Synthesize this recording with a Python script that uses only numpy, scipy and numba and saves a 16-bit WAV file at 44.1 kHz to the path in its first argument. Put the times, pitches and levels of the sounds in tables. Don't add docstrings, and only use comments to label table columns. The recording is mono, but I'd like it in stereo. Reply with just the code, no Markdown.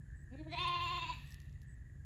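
import sys
import numpy as np
from scipy import signal
from scipy.fft import rfft, irfft
from scipy.io import wavfile
from scipy.ndimage import uniform_filter1d
from numba import njit

SR = 44100
rng = np.random.default_rng(int(sys.argv[2]) if len(sys.argv) > 2 else 0)


def generate_wav(signal):
    frames = np.transpose(np.atleast_2d(signal))
    scaled = np.clip(frames, -1, 1) * 32767
    pcm = np.round(scaled).astype(np.int16)
    wavfile.write(sys.argv[1], SR, pcm)


N = 90404


def undb(db):
    return 10 ** (np.asarray(db) / 20)


def unit(x):
    return x / np.sqrt(np.mean(x ** 2))


def curves(table):
    rows = np.array(table, float)
    return [np.interp(np.arange(N) / SR, rows[:, 0], column) for column in rows[:, 1:].T]


def by_hz(table, hz, order=1):
    rows = np.array(table, float)
    return np.interp(np.log(hz + 1), np.log(rows[:, 0]), rows[:, order])


@njit
def svf(x, hz, width, sr):
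    y, b, l = np.empty(len(x)), 0., 0.
    for i in range(len(x)):
        g, k = np.tan(np.pi * hz[i] / sr), width[i] / hz[i]
        v = (b + g * (x[i] - l)) / (1 + g * (g + k))
        b, l, y[i] = 2 * v - b, l + 2 * g * v, k * v
    return y


def band(x, hz, width_hz):
    centre, width = hz + np.zeros(N), width_hz + np.zeros(N)
    once = svf(x, centre, width, 1. * SR)
    return svf(once, centre, width, 1. * SR)


def walk(rate):
    k = int(SR / rate)
    return unit(uniform_filter1d(uniform_filter1d(rng.standard_normal(N), k), k))


def air():
    # frequency in Hz, power density in dB per Hz.
    spectrum = [(20, -100), (32, -81.5), (55, -66.5), (90, -71), (125, -74.5), (200, -88), (300, -94.5),
                (500, -107), (1000, -113), (1500, -113), (2400, -121), (4000, -125), (5800, -127),
                (6800, -113), (8500, -112), (9700, -114), (10600, -130), (13500, -131), (16000, -140)]
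    # frequency in Hz, likeness of left and right from 0 to 1.
    likeness = [(60, 1), (200, 0.8), (400, 0.52), (1200, 0), (2200, 0.73)]
    flicker_db = .8
    hz = np.fft.rfftfreq(N, 1 / SR)
    alike = np.clip(by_hz(likeness, hz), 0, 1)
    mid, side = rfft(rng.standard_normal((2, N))) * undb(by_hz(spectrum, hz)) * np.sqrt(SR / 2)
    shared, differing = mid * np.sqrt(1 + alike), side * np.sqrt(1 - alike)
    both = np.array([shared + differing, shared - differing]) / np.sqrt(2)
    place = 3 * np.log2(hz / 20 + 1)
    out = 0
    for k in range(31):
        part = irfft(both * np.clip(1 - abs(place - k), 0, 1), N)
        out = out + part * undb(flicker_db * walk(10.0))
    return out


def hum():
    # time in seconds, frequency in Hz, rms level in dB before the wander.
    tone_path = [(0.0, 138.5, -43.5), (0.02, 141.4, -62.5), (0.11, 140.7, -63.5), (0.67, 141.1, -52),
                 (0.77, 140.7, -54), (1.39, 140.5, -56.5), (1.81, 139.2, -62.5), (2.04, 140.1, -60.5),
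                 (2.05, 130, -48.5)]
    hz, db = curves(tone_path)
    phase = 2 * np.pi * np.cumsum(hz) / SR
    return np.sqrt(2) * undb(db + 1.0 * walk(45)) * np.sin(phase)


def throb(rate, sharp):
    return np.sin(np.pi * np.cumsum(rate + np.zeros(N)) / SR) ** (2 * sharp)


def frogs():
    # time in seconds, chorus level in dB before the ceiling, pitch in Hz before each caller's wander.
    chorus = [(0.0, -76, 1788), (0.16, -62, 1784), (0.18, -69.5, 1810), (0.5, -63.5, 1756),
              (0.54, -79, 1990), (0.55, -64, 1850), (0.96, -66, 1815), (1.2, -67, 1765), (1.3, -64, 1824),
              (1.61, -73.5, 1826), (1.64, -66, 1773), (2.05, -76, 1858)]
    pulse_rates = [59.2, 86.7, 67.3, 43.2, 72.1, 58.64]
    width_hz, pitch_spread, ceiling_db = 133, 0.042, -64
    db, hz = curves(chorus)
    out = 0
    for rate in pulse_rates:
        pulses = throb(rate * (1 + 0.0524 * walk(5.16)), sharp=2) * rng.standard_normal(N)
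        caller = unit(band(pulses, hz * (1 + pitch_spread * walk(3)), width_hz))
        balance = undb(np.array([[1], [-1]]) * 5.4 * walk(13))
        out = out + caller * undb(1.2 * walk(0.7)) * balance
    return unit(out) * undb(np.minimum(db, ceiling_db))


def crickets():
    # start in seconds, number of pulses (rounded), tone level in dB before the blur.
    chirps = [(0.145, 8.7, -62), (0.498, 8.1, -62.5), (1.248, 9, -61.5), (1.6598, 8.4, -61)]
    pitch_hz, sag_hz = 8010, 300
    pulses_per_s, pulse_s, first_pulse_db = 91, 0.0105, -29
    blur_db, tick_hz, tick_db = 3, 15000, 1
    t, out = np.arange(N) / SR, np.zeros(N)
    blur, waver = undb(blur_db * walk(300)), 1 + .012 * walk(400)
    ticks = undb(tick_db) * unit(band(rng.standard_normal(N), tick_hz, 1600))
    for start, count, db in chirps:
        for k in range(int(round(count))):
            progress = np.clip((t - start - k / pulses_per_s) / pulse_s, 0, 1)
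            shape = np.sin(np.pi * progress) * undb(db + first_pulse_db * (k == 0))
            sagging_hz = pitch_hz * waver - sag_hz * progress ** 3
            tone = blur * np.sin(2 * np.pi * np.cumsum(sagging_hz) / SR)
            out += shape * (tone + progress ** 4 * ticks * ((k + 1) / count) ** 2)
    return out


def buzz():
    start_s, end_s, centre_hz, width_hz = .81, 1.208, 7140, 560
    pairs_per_s, slowing = 120, 10
    level_db, weak_db = -64.5, -8.5
    t = np.arange(N) / SR
    turns = np.cumsum(pairs_per_s - slowing * (t - start_s)) / SR
    clicks = np.diff(np.floor(2 * turns), prepend=0)
    clicks = clicks * np.where(turns % 1 < .5, 1, undb(weak_db)) * undb(3.1 * walk(220))
    on = np.clip(np.minimum((t - start_s) / 0.037, (end_s - t) / 0.083), 0, 1)
    return undb(level_db) * on * unit(band(clicks, centre_hz, width_hz))


def snaps():
    # start in seconds, peak level in dB, centre in Hz, band-pass width in Hz.
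    stalks = [(1.299, -61, 10830, 6100), (1.3066, -43.5, 9000, 11960), (1.314, -52, 5970, 6030),
              (1.323, -46.5, 5400, 2980), (1.334, -66, 10820, 6954), (1.3443, -39, 6970, 11800),
              (1.4024, -44, 6140, 9640), (1.418, -50, 6960, 9000), (1.456, -60, 8400, 4030),
              (1.496, -57, 4114, 5950), (1.5275, -55.5, 6500, 4000), (1.6181, -51.5, 7230, 14070)]
    decay_s, tail = 0.0009, 0.13
    t, out = np.arange(N) / SR, np.zeros(N)
    noise = rng.standard_normal(N)
    for start, db, hz, width in stalks:
        u = np.maximum(t - start, 0)
        strike = np.exp(-u * SR) + tail * noise * np.exp(-u / decay_s)
        snap = band((t >= start) * strike, hz, width)
        out += undb(db) * snap / abs(snap).max()
    return out


def rustle():
    # time in seconds, level in dB.
    swell = [(0.5, -84), (0.628, -84), (0.795, -75), (0.82, -69), (1.082, -77), (1.348, -68), (1.354, -75),
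             (1.392, -81), (1.4, -75), (1.556, -89), (1.591, -114), (1.621, -74), (1.63, -74), (1.65, -70)]
    grains_per_s, centre_hz, width_hz, scatter_db = 11000, 8300, 25000, 2.6
    t = np.arange(N) / SR
    struck = rng.random(N) < grains_per_s / SR
    grains = struck * rng.standard_normal(N) * undb(scatter_db * rng.exponential(size=N))
    on = np.clip(np.minimum(t - swell[0][0], swell[-1][0] - t) / .03, 0, 1)
    return on * undb(curves(swell)[0]) * unit(band(grains, centre_hz, width_hz))


def lamb():
    # time in seconds, pitch in Hz, then levels in dB
    bleat = [
        [(0.3, 231.5, -69, -81, -88), (0.324, 244.6, -51.5, -62, -76.5), (0.344, 274.2, -54, -60.5, -66),
         (0.354, 264.3, -49, -54.5, -89), (0.362, 266, -80, -73, -70), (0.368, 264.4, -57, -77, -72),
         (0.378, 272.5, -60, -94, -72), (0.39, 307.5, -53, -60, -66.5), (0.4, 313.4, -51, -61.5, -64.5),
         (0.414, 305.9, -44.5, -54.5, -68.5), (0.43, 316, -56, -67, -90), (0.442, 310.4, -69, -87, -69.5),
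         (0.456, 307.5, -54.5, -68.5, -106), (0.47, 320.3, -51, -51.5, -79), (0.48, 326.5, -48.5, -61, -70.5),
         (0.494, 308, -55, -57, -65), (0.506, 300.5, -51, -73, -59), (0.514, 302.6, -56, -54, -55),
         (0.528, 341.6, -54, -46.5, -46.5), (0.54, 354.6, -61, -43.5, -44), (0.55, 325, -52, -41, -46),
         (0.558, 306, -84, -48, -56), (0.564, 312.6, -68, -52.5, -48), (0.574, 317, -65, -44, -50.5),
         (0.59, 343.3, -50.5, -42.5, -39.5)],
        [(0.596, 356.4, -61, -42.5, -43.5), (0.62, 356.6, -51, -35.5, -40), (0.634, 365.3, -55.5, -31.5, -39.5),
         (0.656, 334, -61, -37.5, -41.5), (0.682, 362.1, -54.5, -34.5, -42), (0.696, 346.7, -57, -36.5, -43.5),
         (0.712, 354.5, -56, -36.5, -45), (0.726, 344.5, -60, -40.5, -43.5), (0.746, 358.6, -55.5, -34, -42),
         (0.76, 340.7, -55, -37.5, -41.5), (0.78, 354, -62, -42.5, -43.5), (0.79, 336.6, -60, -41.5, -45.5),
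         (0.806, 344.4, -61, -38, -41), (0.818, 353.4, -58, -38.5, -42), (0.852, 352.6, -59.5, -38.5, -46),
         (0.864, 339.4, -55.5, -41, -41), (0.874, 335.5, -64, -44.5, -43.5), (0.902, 345.8, -59, -41.5, -43),
         (0.924, 366.3, -56.5, -31, -44.5), (0.936, 353.9, -60, -33, -46), (0.95, 341, -57, -42, -43),
         (0.97, 360.3, -58, -34.5, -40), (0.98, 349.7, -58, -30.5, -47.5), (0.996, 334.2, -59, -51, -42),
         (1.004, 329.6, -74, -49.5, -48.5), (1.034, 344.5, -55.5, -40.5, -41), (1.044, 330.7, -64, -38, -44.5),
         (1.054, 312.2, -92, -53, -51.5), (1.062, 313.9, -55.5, -54, -47), (1.072, 317, -66.5, -65, -50),
         (1.104, 336.2, -64.5, -33.5, -45.5), (1.118, 308, -60, -48, -55.5), (1.128, 296.3, -72, -58, -50.5),
         (1.15, 269.8, -69, -62, -61), (1.166, 249.1, -70.5, -71, -70), (1.186, 232.4, -72, -85, -62),
         (1.21, 205, -68, -70, -74)],
    ]
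    # time in seconds, mouth resonance in Hz, its width in Hz, second resonance in Hz,
    # opening from 0 to 1, stretch of the throat resonances as a factor.
    mouth_path = [(.3, 520, 300, 2635, .1, 1.11), (.48, 599, 297, 2200, 0.4, 0.91),
                  (.51, 710, 250, 2020, 0.28, 0.96), (.55, 822, 250.6, 2460, 0.49, 0.95),
                  (.6, 1009, 166, 2640, 0.86, .99), (.68, 1016, 172, 2674, 1, 1.003),
                  (.9, 1012, 163, 2706, 0.84, 1.006), (1.0, 982, 158, 2670, .95, 0.994),
                  (1.1, 951, 139, 2620, 0.82, 1.062), (1.19, 1013, 120.9, 2550, 0.67, 1.12)]
    # resonance in Hz before the stretch, width in Hz, relative gain in dB with the mouth open,
    # the same with it closed.
    throat_modes = [(1347, 1260, -16, -9), (2107, 214, -15, -9), (3110, 360, -8.5, -15.5),
                    (3608, 256, -2, -12.5), (4180, 335, -9.5, 2.5), (4635, 150, -19, -24),
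                    (5400, 700, -37, -15), (6500, 1530, -16.5, -20.5)]
    # time in seconds, level of the voice's top treble in dB.
    shrill_path = [(.5, -85), (.57, -73), (.6, -62.5), (.62, -67), (.635, -64), (.66, -78), (.682, -51.5),
                   (.7, -85), (.8, -91), (1.1, -94)]
    # time in seconds, gain of the rasp in dB.
    rasp_path = [(.3, -6), (.48, -7), (.51, -5), (.54, -8), (.565, -5), (.6, -10), (.68, -12), (.97, -12),
                 (1.0, -8), (1.1, -3), (1.19, 1)]
    harmonics, second_width_hz = 15, 415
    jitter, shimmer_db, rasp_low_db = 0.003, 1, -27
    t = np.arange(N) / SR
    hz, low_db, mouth_db, top_db = curves(bleat[0] + bleat[1])
    mouth_hz, width_hz, second_hz, opening, stretch = curves(mouth_path)
    wavering_hz = uniform_filter1d(hz, size=200) * (1 + jitter * walk(180))
    phase = 2 * np.pi * np.cumsum(wavering_hz) / SR
    pulses = sum(np.cos(k * phase) for k in range(1, harmonics + 1))
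    pulses = pulses * undb(shimmer_db * walk(69)) * np.sqrt(2)
    gusts = rng.standard_normal(N) * (1 + np.cos(phase)) * 4
    shrill = undb(curves(shrill_path)[0]) * unit(band(gusts, hz=9000, width_hz=2000))
    rasp = undb(curves(rasp_path)[0]) * gusts
    rough = pulses + rasp
    throat = band(rough, second_hz, second_width_hz)
    for k, (mode_hz, mode_width, open_db, shut_db) in enumerate(throat_modes):
        gain_db = shut_db + (open_db - shut_db) * opening + 2.0 * walk(27)
        throat = throat + (-1) ** k * undb(gain_db) * band(rough, mode_hz * stretch, mode_width)
    mouth = undb(mouth_db) * band(pulses + undb(rasp_low_db) * rasp, mouth_hz, width_hz)
    chest_tone = undb(low_db) * np.sqrt(2) * np.cos(phase)
    on = np.clip(np.minimum(t - bleat[0][0][0], bleat[1][-1][0] - t) / 0.0054, 0, 1)
    return on * (chest_tone + mouth + undb(top_db) * unit(throat) + shrill)


def echoes(x):
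    wait_s, side_db = 0.0033, -5
    # level in dB of the part both sides share, decay by 60 dB in seconds, low cut in Hz, stir.
    answers = [
        (-7, .26, 490, 1),
        (-10, 1.0, 1800, walk(450)),
        (-25.5, 1.0, 400, walk(1200)),
    ]
    t, out = np.arange(SR) / SR, 0
    for db, t60, low_hz, stir in answers:
        mid, side = rng.standard_normal((2, SR))
        decay = undb(db - 60 * t / t60) * np.sqrt(2 * np.log(1000) / t60 / SR) * (t > wait_s)
        tail = (mid + np.array([[1], [-1]]) * undb(side_db) * side) * decay
        thin = signal.sosfilt(signal.butter(4, low_hz, "high", fs=SR, output="sos"), x * stir)
        out = out + signal.fftconvolve(thin[None], tail, axes=1)[:, :N]
    return out


def scene():
    # frequency in Hz, left minus right in dB, radians by which right leads.
    lamb_place = [(300, -1, 0), (700, .5, .1), (1050, 5.5, -.3), (1500, 0, .3), (2500, -1.5, -.3),
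                  (4000, 0, 0)]
    voice, hz = lamb(), np.fft.rfftfreq(N, 1 / SR)
    lean = undb(by_hz(lamb_place, hz) / 2) * np.exp(-.5j * by_hz(lamb_place, hz, order=2))
    heard = irfft(rfft(voice + echoes(voice)) * np.array([lean, 1 / lean]), N)
    return heard + air() + hum() + frogs() + crickets() + buzz() + snaps() + rustle()


def record(dry):
    # frequency in Hz, radians by which the right port leads.
    port_phase = [(4000, 0), (5000, 0), (6200, .8), (7100, 1.5), (8500, 3.14), (10000, 4.5), (11000, 6.25),
                  (13100, 6.35), (14000, 9), (15300, 10.2)]
    mono_above_hz, top_hz = 3100, 15850
    hz = np.fft.rfftfreq(N, 1 / SR)
    left, right = rfft(dry)
    mid = (left + right) / 2
    side = (left - right) / 2 / (1 + (hz / mono_above_hz) ** 6)
    turn = np.exp(-.5j * by_hz(port_phase, hz))
    out = irfft(np.array([(mid + side) * turn, (mid - side) / turn]), N)
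    return signal.sosfilt(signal.ellip(10, .2, 80, top_hz, fs=SR, output="sos"), out)


dry = scene()
out = record(dry)
generate_wav(out)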